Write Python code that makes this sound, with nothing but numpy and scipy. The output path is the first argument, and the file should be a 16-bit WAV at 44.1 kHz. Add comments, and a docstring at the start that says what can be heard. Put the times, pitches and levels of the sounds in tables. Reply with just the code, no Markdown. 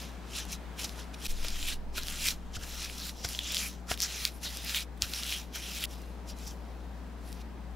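"""A rubber spatula drags butter and sugar round a glass bowl: crystals slip in crowds, each ringing briefly.
The fainter late drags are two spatulas scraping each other clean. Single crystals crack as short, bright pings,
friction noise through resonances squeaks, and knocks ring the damped glass over a dull thud.
The microphone stand wobbles after a push as slow decaying sines, and the whole level dips briefly.
Mains hum (sines) and kitchen rush (banded noise) lie below and change a little from spell to spell."""
import sys
import numpy as np
from scipy import signal
from scipy.io import wavfile

SR = 44100
rng = np.random.default_rng(int(sys.argv[2]) if len(sys.argv) > 2 else 0)


def unload_audio(sound):
    """Save the sound as a 16-bit wav file, at the path given as the first command line argument."""
    columns = np.transpose(np.atleast_2d(sound))
    # keep every value between -1 and 1, then stretch to whole-number steps
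    steps = np.round(np.clip(columns, -1, 1) * 32767)
    wavfile.write(sys.argv[1], SR, steps.astype(np.int16))


N = 341775

# Spells of steady background. Each row: start in seconds, mains frequency in Hz, hum level in dB.
BACKGROUND_SPELLS = [(0, 59.97, -40), (1.276, 59.96, -40.2), (5.862, 59.91, -38.3)]


def from_db(db):
    """Turn dB into an amplitude gain."""
    return 10 ** (np.asarray(db) / 20)


def rms_one(x):
    """Scale to rms 1."""
    return x / np.sqrt(np.mean(x ** 2) + 1e-20)


def at_hz(points, hz):
    """Read a table of (Hz, value) between its points on a log-frequency axis."""
    table_hz, values = np.array(points).T
    return np.interp(np.log(hz), np.log(table_hz), values)


def drift(rate_hz):
    """Random wander of rms about 1: noise through two equal one-pole low-passes at rate_hz."""
    step = 40  # samples between the points of the wander
    settling = 2000  # points dropped while the filter settles
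    pole = np.exp(-2 * np.pi * rate_hz * step / SR)
    noise = rng.standard_normal(N // step + settling + 2)
    slow = signal.lfilter([1], [1, -2 * pole, pole * pole], noise)[settling:]
    return np.interp(np.arange(N) / step, np.arange(len(slow)), rms_one(slow))


def ring(push, hz, t60_s):
    """Damped resonance: a unit click sets a sine of initial height 1 decaying by 60 dB in t60_s."""
    decay = from_db(-60 / (t60_s * SR))
    turn = 2 * np.pi * hz / SR
    feedback = [1, -2 * decay * np.cos(turn), decay * decay]
    return signal.lfilter([0, np.sin(turn)], feedback, push + 1e-18)


def spell(values):
    """Hold one value through each spell of background."""
    starts = np.array(BACKGROUND_SPELLS)[:, 0]
    which = np.searchsorted(starts, np.arange(N) / SR, "right") - 1
    return np.asarray(values)[which]


def spread(mid, side, hz):
    """Stereo from mid and side: narrowest in the low treble, wider toward the top."""
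    # Side level of the scraping and cracking by frequency. Each row: frequency in Hz, side relative to mid in dB.
    side_db = [(1300, -16), (2400, -26), (4400, -20), (8000, -8), (15000, -5)]
    return mid + from_db(at_hz(side_db, hz)) * side * np.array([[1], [-1]])


def blade_pressure():
    """Gains of medium, coarse and fine grit and of the rub; drags and presses add in power."""
    # Blade drags through the mix. Each row: start and end in seconds, medium grit at the start and at the end
    # in dB, lift-off in seconds, then relative to medium in dB: coarse grit, fine grit, rub of the rubber.
    drags = [(0.0, 0.045, -49.5, -53, 0.18, 2.5, -4.5, -6), (0.796, 0.83, -42, -47, .04, 2, 0.5, -9),
             (0.87, 1.057, -53, -69, 0.14, -2, -2.5, -7), (1.33, 1.732, -59.5, -44.5, 0.038, 2.5, -2, -8),
             (1.956, 2.317, -52, -41, 0.038, -1, -6, -7.5), (2.36, 2.517, -72, -72, .03, 2, -5, -10),
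             (2.594, 2.861, -55.5, -44, 0.063, 0.5, -2.5, -6), (2.894, 3.1, -51, -47.5, 0.039, 0, -3, -8),
             (3.128, 3.363, -59.5, -48.5, .06, -2, -4.5, -13), (3.4, 3.68, -65, -47.5, 0.06, 2, 2.5, -6),
             (3.989, 4.275, -48, -42, 0.059, 0, -3, -9), (4.32, 4.39, -61, -65, .03, -3, 1, -13),
             (4.507, 4.827, -50, -43.5, .024, 0, -2.5, -8.5), (5.02, 5.39, -55.5, -48.5, 0.085, -2, -3, -8),
             (5.54, 5.852, -53, -42.5, 0.0053, 3, -1.5, -9), (5.982, 6.26, -64, -81, .03, 2.5, 1, -6),
             (6.37, 6.518, -60, -56, 0.072, -2.5, -2.5, -12), (6.56, 7.18, -70.5, -81, .03, 3, -3, -6),
             (7.25, 7.417, -70, -61.5, .026, 2, -2, -9)]
    # Brief harder presses. Each row: peak time in seconds, medium grit in dB, rise and fade in seconds,
    # then relative to medium in dB: coarse grit, fine grit, rub of the rubber.
    presses = [(0.386, -39.5, 0.1, 0.093, 0.5, -9.5, -14), (0.53, -41, 0.06, 0.042, -0.5, -6, -18),
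               (0.849, -33.5, 0.032, 0.02, -5.5, -13, -18), (0.994, -49.5, 0.054, 0.07, 0.5, -5, -9),
               (1.145, -49.5, 0.014, 0.0092, 5, -3, -14), (1.268, -44, 0.087, 0.063, 2, -1, -9.5),
               (1.311, -44, 0.034, 0.03, -3, -3.5, -16), (1.46, -44, .15, 0.22, -3, -8, -9.5),
               (1.69, -46.5, 0.11, .07, 7.5, 4, -12), (1.981, -44, 0.038, 0.035, 7.5, 1.5, -2),
               (2.098, -47, 0.1, .15, -3, -0.5, -11), (2.281, -33.5, 0.11, 0.056, 1.5, 1.5, -19),
               (2.559, -41, 0.031, 0.027, -1.5, -8, -9), (2.635, -43.5, 0.024, 0.029, -7, -6, -8),
               (2.845, -50, 0.15, 0.038, -7, -7, -16), (3.25, -35.5, 0.022, 0.021, -5.5, -11, -8.5),
               (3.309, -46, 0.1, 0.082, -3, -7, -7.5), (3.597, -36, 0.27, 0.14, -2.5, -7.5, -14.5),
               (3.913, -35, 0.033, 0.046, -3, -4, -1.5), (4.031, -30, 0.026, .06, -11.5, -12, -11),
               (4.446, -38.5, 0.036, .075, -6, -4.5, -10.5), (4.706, -44, 0.13, 0.064, 1.5, -1, -8),
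               (4.765, -39, 0.054, .055, 6.5, 3.5, -9), (4.977, -66, .012, .015, 3, 6, 1),
               (5.026, -39, 0.017, .075, -1.5, -4, -7.5), (5.165, -43.5, 0.12, 0.23, 2, -1.5, -8),
               (5.318, -43, 0.15, 0.12, 4.5, 0, -9.5), (5.558, -41, 0.028, 0.054, -7, -3.5, -5.5),
               (5.921, -56, 0.063, 0.11, 3, -1, -16), (6.297, -49.5, 0.04, 0.043, -3, -6, -20),
               (6.43, -55, 0.091, .08, -4.5, -12, -14), (6.475, -43.5, .022, 0.034, -18, -8, -23),
               (7.277, -61.5, 0.095, 0.12, -1.5, 1, -9)]
    land_s, edge_db = 0.033, 28  # a drag rises by edge_db in land_s and falls as much in its lift-off
    fade_db, roundness = 21, 1.21  # a press loses fade_db over its rise or fade; loss grows as this power of time

    t = np.arange(0, N + 32, 32) / SR
    shapes = []
    for start, end, first_db, last_db, lift_s, *colour in drags:
        level_db = np.interp(t, [start, end], [first_db, last_db])
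        landing_db = edge_db * np.maximum((start - t) / land_s, 0)
        lifting_db = edge_db * np.maximum((t - end) / lift_s, 0)
        shapes.append((level_db - landing_db - lifting_db, colour))
    for peak_s, peak_db, rise_s, fade_s, *colour in presses:
        away = np.maximum((peak_s - t) / rise_s, (t - peak_s) / fade_s)
        shapes.append((peak_db - fade_db * away ** roundness, colour))

    power = 0
    for level_db, colour in shapes:
        power = power + from_db(np.add.outer([0] + colour, level_db)) ** 2
    return [np.interp(np.arange(N) / SR, t, np.sqrt(p)) for p in power]


def random_sizes(size_db, limit):
    """Random stereo impulse heights of either sign, with a few much larger."""
    size = np.minimum(rng.exponential(1, (2, N)), limit)
    return from_db(size_db * size) * rng.choice([-1, 1], (2, N))


def grit(modes, per_s, size_db, cycles, clump):
    """Random slips, a few much larger, ring short resonances whose strengths wander separately."""
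    out = 0
    for hz, level_db in modes:
        favour = from_db(2.56 * drift(8.7))
        happens = rng.random((2, N)) < per_s / SR
        slips = random_sizes(size_db, 5) * clump * favour * happens
        t60_s = cycles / hz
        mid, side = ring(ring(slips, hz, t60_s), hz, t60_s)
        out = out + from_db(level_db) * spread(rms_one(mid), rms_one(side), hz)
    return rms_one(out)


def crackle(pressure):
    """Small crystals snap one by one, thin and broad, louder as the blade presses harder."""
    snaps = random_sizes(2.5, 4) * (rng.random(N) < 170 / SR)  # 170 snaps a second
    band = signal.butter(2, [2600, 11000], "band", fs=SR, output="sos")
    mid, side = signal.sosfilt(band, snaps)
    return from_db(-9.5) * pressure * rms_one(spread(mid, side, 6500))


def grinding():
    """Crackle, three sizes of sugar grit and the rubber itself under one juddering blade."""
    # Short resonances of the rubber and of each size of grit. 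Each row: frequency in Hz, relative level in dB.
    rubber_modes = [(1350, -2.1), (1650, -0.62), (2000, 1)]
    coarse_modes = [(2450, -2), (2800, -1.5), (3200, 0.5), (3600, -1.5), (4050, 1.5)]
    medium_modes = [(4500, -9), (5000, 0), (5600, 2), (6200, -1.5), (6750, -8), (7200, -2)]
    fine_modes = [(8200, 1), (9300, -8), (10500, 7), (11600, -8.5), (12800, 4), (14000, -15), (15300, -1)]

    medium, coarse, fine, rub = blade_pressure()
    judder = from_db(0.4 * drift(43) + 0.68 * drift(85))
    # now and then a bigger crystal gives way and briefly jolts all sizes of grit
    gives_way = (rng.random(N) < 120 / SR) * rng.exponential(0.46, N)
    jolts = signal.lfilter([1], [1, -0.93], gives_way)
    jolted = judder * (1 + jolts)

    out = crackle(np.hypot(medium, coarse))
    out = out + rub * grit(rubber_modes, per_s=1500, size_db=3.0, cycles=8.6, clump=judder)
    out = out + coarse * grit(coarse_modes, per_s=1500, size_db=0.5, cycles=11.4, clump=jolted)
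    out = out + medium * grit(medium_modes, per_s=2500, size_db=2.5, cycles=13.0, clump=jolted)
    return out + fine * grit(fine_modes, per_s=3000, size_db=0.5, cycles=8.1, clump=jolted)


def hum():
    """Sines at multiples of the mains, the fundamental nearer the left, and a faint high whine."""
    # Hum spectrum. Each row: multiple of the mains, left and right in dB relative to the spell's hum level.
    multiples = [(1, 0, -4.5), (2, -25.5, -19.5), (3, -14.5, -23.5), (4, -40.5, -55), (5, -23.5, -26.5)]
    whine_hz, whine_db = 13884, -82

    _, mains_hz, hum_db = np.transpose(BACKGROUND_SPELLS)
    turn = 2 * np.pi * np.cumsum(spell(mains_hz)) / SR
    lines = 0
    for multiple, left_db, right_db in multiples:
        sine = np.sin(round(multiple) * turn + rng.uniform(0, 2 * np.pi))
        lines = lines + np.outer(from_db([left_db, right_db]), sine)
    whine = np.sin(2 * np.pi * whine_hz * np.arange(N) / SR + 3 * drift(2))  # its phase wanders
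    return from_db(spell(hum_db)) * lines + np.outer(from_db([whine_db, whine_db - 15]), whine)


def rush():
    """Third-octave bands of stereo noise, with a broad hump that is strong only in the first spell."""
    # Spectrum of the kitchen rush. Each row: frequency in Hz, relative density in dB per Hz.
    density_db = [(20, -13), (32, -7), (44, 3.5), (85, -7), (125, -8.5), (200, 2), (300, -5.5), (600, -10),
                  (800, -8.5), (1250, -16.5), (1600, -18), (2600, -24), (5000, -29.5), (9000, -37),
                  (16000, -39)]
    # Stereo likeness. Each row: frequency in Hz, left-right correlation from 0 to 1.
    likeness = [(30, 0.38), (180, 0.72), (550, 0.7), (1650, 0.65), (5000, 0.45), (15000, 0.045)]
    # Stereo balance. Each row: frequency in Hz, left over right in dB.
    left_over_right_db = [(30, 10.5), (180, 4), (550, 1), (1650, 2), (15000, -0.5)]
    # Levels, one row a spell: rush in dB, extra hump near 1.4 kHz in dB.
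    spell_levels = [(-47.5, -56.5), (-49.5, -72), (-48, -73)]

    out = 0
    edges = 16 * 2 ** (np.arange(31) / 3)
    white = rng.standard_normal((3, 2, N))
    for k, (low, high) in enumerate(zip(edges, edges[1:])):
        band = signal.butter(2, [low, high], "band", fs=SR, output="sos")
        mid, side = signal.sosfilt(band, white[k % 2])  # neighbouring bands use separate noise
        hz = np.sqrt(low * high)
        alike = np.clip(at_hz(likeness, hz), 0, 1)
        pan = from_db(at_hz(left_over_right_db, hz) * np.array([[0.5], [-0.5]]))
        gain = from_db(at_hz(density_db, hz) + 0.73 * drift(4.6))
        stereo = np.sqrt(1 + alike) * mid + np.sqrt(1 - alike) * side * np.array([[1], [-1]])
        out = out + gain * pan * stereo

    hump_band = signal.butter(1, [900, 2000], "band", fs=SR, output="sos")
    mid, side = signal.sosfilt(hump_band, white[2])
    hump = rms_one(mid + 0.39 * side * np.array([[1], [-1]]))
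    rush_db, hump_db = np.transpose(spell_levels)
    return from_db(spell(rush_db)) * rms_one(out) + from_db(spell(hump_db)) * hump


def lesser_cracks():
    """Crack rows at random times and pitches, as strong as the blade presses then."""
    count, cycles = 70, 7
    over_grit_db, scatter_db = 11, 5.5  # peak over medium grit, and scatter either way
    low_hz, high_hz = 3230, 6000

    when, size, tint, pitch = rng.random((count, 4)).T
    medium = blade_pressure()[0]
    level_db = 20 * np.log10(medium[(when * N).astype(int)] + 1e-9) + over_grit_db
    seconds = when * N / SR
    peak_db = level_db + scatter_db * (2 * size - 1)
    treble_db = level_db + scatter_db * (2 * tint - 1)
    hz = low_hz + pitch * (high_hz - low_hz)
    return list(zip(seconds, peak_db, hz, treble_db, [cycles] * count))


def cracks():
    """A sharp break ringing a few cycles, a bright tick on top and a splintering tail."""
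    # Single crystals cracking. Each row: time in seconds, peak in dB, pitch in Hz, treble peak in dB,
    # cycles of ringing to -60 dB.
    crack_rows = [(0.0201, -37, 4090, -37, 7), (0.4533, -39, 4940, -35, 7), (0.5328, -28, 5680, -32, 7),
                  (0.8938, -29, 3920, -45, 7), (1.2652, -26, 5180, -31, 7), (1.4476, -25, 3040, -29, 7),
                  (1.484, -19, 4870, -26, 4), (1.6283, -23, 3950, -33, 7), (1.6844, -21, 3250, -21, 7),
                  (1.6876, -24, 2880, -24, 7), (1.9815, -21, 3900, -36, 8), (2.0338, -24, 5550, -31, 7),
                  (2.07, -27, 5180, -32, 7), (2.0839, -19, 3850, -30, 4), (2.2588, -24, 3210, -20, 7),
                  (2.2693, -27, 6120, -16, 7), (2.286, -11, 4040, -17, 7), (2.82, -27, 3800, -38, 5),
                  (2.849, -25, 5400, -34, 6), (2.8982, -28, 2680, -37, 7), (2.982, -29, 4760, -31, 7),
                  (3.0942, -25, 3550, -36, 7), (3.2476, -19, 4150, -33, 4), (3.2891, -26, 4920, -23, 7),
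                  (3.3323, -27, 4520, -29, 7), (3.3494, -24, 3340, -42, 9), (3.3904, -16, 3320, -27, 14),
                  (3.5462, -14, 4600, -24, 4), (3.5687, -14, 3730, -31, 8), (3.5805, -21, 5300, -32, 7),
                  (3.9167, -17, 2790, -32, 7), (3.941, -25, 3610, -42, 7), (3.976, -27, 3700, -30, 7),
                  (4.0034, -14, 5480, -17, 5), (4.015, -19, 5630, -35, 7), (4.0202, -14, 6150, -21, 7),
                  (4.0283, -20, 5500, -30, 7), (4.0363, -23, 5840, -20, 7), (4.2522, -7, 4700, -19, 4),
                  (4.5716, -25, 5400, -23, 7), (4.6466, -30, 5780, -26, 7), (4.6952, -22, 4140, -29, 7),
                  (4.7468, -15, 3130, -29, 10), (5.0215, -6, 5130, -23, 5), (5.1365, -16, 4160, -33, 4),
                  (5.2341, -18, 3900, -30, 4), (5.3246, -20, 2610, -36, 8), (5.558, -23, 4310, -26, 7),
                  (5.8395, -19, 3100, -16, 14), (5.8544, -23, 4800, -32, 7), (6.0179, -39, 5930, -39, 7),
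                  (6.3879, -37, 6220, -41, 7), (7.3206, -44, 5350, -39, 7), (7.328, -31, 5800, -38, 3.5)]

    length = 600  # samples kept of each crack
    out, t = np.zeros((2, N + length)), np.arange(length) / SR
    breaks = crack_rows + lesser_cracks()
    noise = rng.standard_normal((len(breaks), 3, length))
    bright = signal.butter(2, [8000, 15500], "band", fs=SR, output="sos")
    for (s, peak_db, hz, treble_db, cycles), (tail, tick_mid, tick_side) in zip(breaks, noise):
        push = from_db(-19) * tail * np.exp(-t / 0.001)  # splintering
        push[0] = 1  # the break itself
        # a tiny source radiates little below its pitch
        small = signal.butter(3, 0.49 * hz, "high", fs=SR, output="sos")
        body = signal.sosfilt(small, ring(push, hz, max(cycles, 2) / hz))
        burst = np.array([tick_mid, tick_side]) * np.exp(-t / 0.0006)
        tick = spread(*signal.sosfilt(bright, burst), 11000)
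        i = round(s * SR)
        out[:, i:i + length] += from_db(peak_db) * body / np.abs(body).max()
        out[:, i:i + length] += from_db(treble_db) * tick / np.abs(tick).max()
    return out[:, :N]


def knocks():
    """Soft rubber on buttered glass: a dull thud through the counter and a rough landing into damped modes."""
    # Blade knocks the bowl. Each row: time in seconds, drive of the low thud in dB, drive of the glass in dB.
    knock_rows = [(0.844, -39, -33), (1.447, -55, -33.5), (1.979, -48, -28), (2.038, -39, -58),
                  (2.567, -28, -33.5), (2.629, -40, -46), (3.247, -29.5, -28), (3.913, -33, -22.5),
                  (4.451, -40, -36), (5.029, -30.5, -36), (5.556, -51, -38), (5.841, -40, -54)]
    # Modes of the glass. Each row: frequency in Hz, relative level in dB, 60 dB decay in seconds.
    bowl_modes = [(470, -9, 0.015), (696, -6.5, 0.018), (930, -18, 0.02), (1430, -9, 0.023),
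                  (1790, -28, 0.044), (2150, -19, 0.038), (2290, -32.5, 0.01)]

    s, thud_db, glass_db = np.transpose(knock_rows)
    at = np.round(s * SR).astype(int)
    thud_clicks, glass_clicks = np.zeros(N), np.zeros(N)
    thud_clicks[at] = from_db(thud_db)
    glass_clicks[at] = from_db(glass_db)

    soft = signal.butter(2, 220, fs=SR, output="sos")
    out = signal.sosfilt(soft, ring(thud_clicks, hz=90, t60_s=0.05))
    # each landing is a noise burst that falls to 1/e in 4.1 ms
    landing = signal.lfilter([1], [1, -np.exp(-1 / (0.0041 * SR))], glass_clicks + 1e-18)
    for hz, level_db, t60_s in bowl_modes:
        rough = landing * rng.standard_normal(N)
        out += ring(from_db(level_db - 16.5) * rough, hz, t60_s)
    return out


def wobble():
    """A push on the stand sets three slow modes swinging; the last rocks the microphones in opposite ways."""
    # Modes of the stand. 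Each row: onset in seconds, frequency in Hz, left and right in dB,
    # 60 dB decay in seconds, sign of the left (the right is always -1).
    stand_modes = [(1.269, 10.71, -30.6, -33.8, 3.1, -1), (1.288, 19.34, -30.2, -29.2, 4.7, -1),
                   (1.277, 20.86, -38, -40, 3.6, 1)]

    out = 0
    for s, hz, left_db, right_db, t60_s, left_sign in stand_modes:
        push = np.zeros(N)
        push[round(s * SR)] = 1
        sides = from_db([left_db, right_db]) * [left_sign, -1]
        out = out + np.outer(sides, ring(push, hz, t60_s))
    return out


def level_dip():
    """Gain on everything: the level dips briefly and swells back."""
    # Points of the dip. Each row: time in seconds, linear gain.
    dip_points = [(1.2715, 1), (1.273, .05), (1.278, .15), (1.295, 1)]
    return np.interp(np.arange(N) / SR, *np.transpose(dip_points))


def squeaks():
    """Fluttering friction noise twice through one resonance, swelling and fading."""
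    # The scrape narrows to one colour or a faint squeak. Each row: start and end in seconds,
    # pitch in Hz, width of the resonance in Hz, level before the swell in dB.
    squeak_rows = [(2.83, 2.934, 2480, 300, -52), (2.967, 3.12, 4180, 1500, -45.5),
                   (3.345, 3.615, 3470, 1000, -43), (3.602, 3.684, 2380, 500, -41),
                   (4.433, 4.51, 4000, 1300, -39), (5.607, 5.734, 3330, 600, -52),
                   (6.293, 6.34, 5600, 500, -56), (6.32, 6.37, 4020, 100, -66),
                   (6.456, 6.52, 5750, 900, -50), (7.253, 7.295, 4670, 200, -66),
                   (7.36, 7.385, 4800, 200, -66)]

    out, t = np.zeros(N), np.arange(N) / SR
    friction = rng.standard_normal(N) * from_db(2.0 * drift(40))
    for start, end, hz, width_hz, level_db in squeak_rows:
        on = (t > start) & (t < end)
        t60_s = np.log(1000) / (np.pi * width_hz)
        swell = np.sin(np.pi * (t[on] - start) / (end - start))  # loudest in the middle
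        tone = ring(ring(friction[on], hz, t60_s), hz, t60_s)
        out[on] += from_db(level_db) * swell * rms_one(tone)
    return out


def scene():
    """Bowl close in the middle, background all round, all under the one brief dip."""
    bowl = grinding() + cracks() + knocks() + squeaks()
    background = hum() + rush() + wobble()
    return level_dip() * (bowl + background)


def record(dry):
    """Cut the top steeply: 60 dB down from 15950 Hz."""
    steep = signal.cheby2(28, 60, 15950, fs=SR, output="sos")
    return signal.sosfilt(steep, dry)


dry = scene()
out = record(dry)
unload_audio(out)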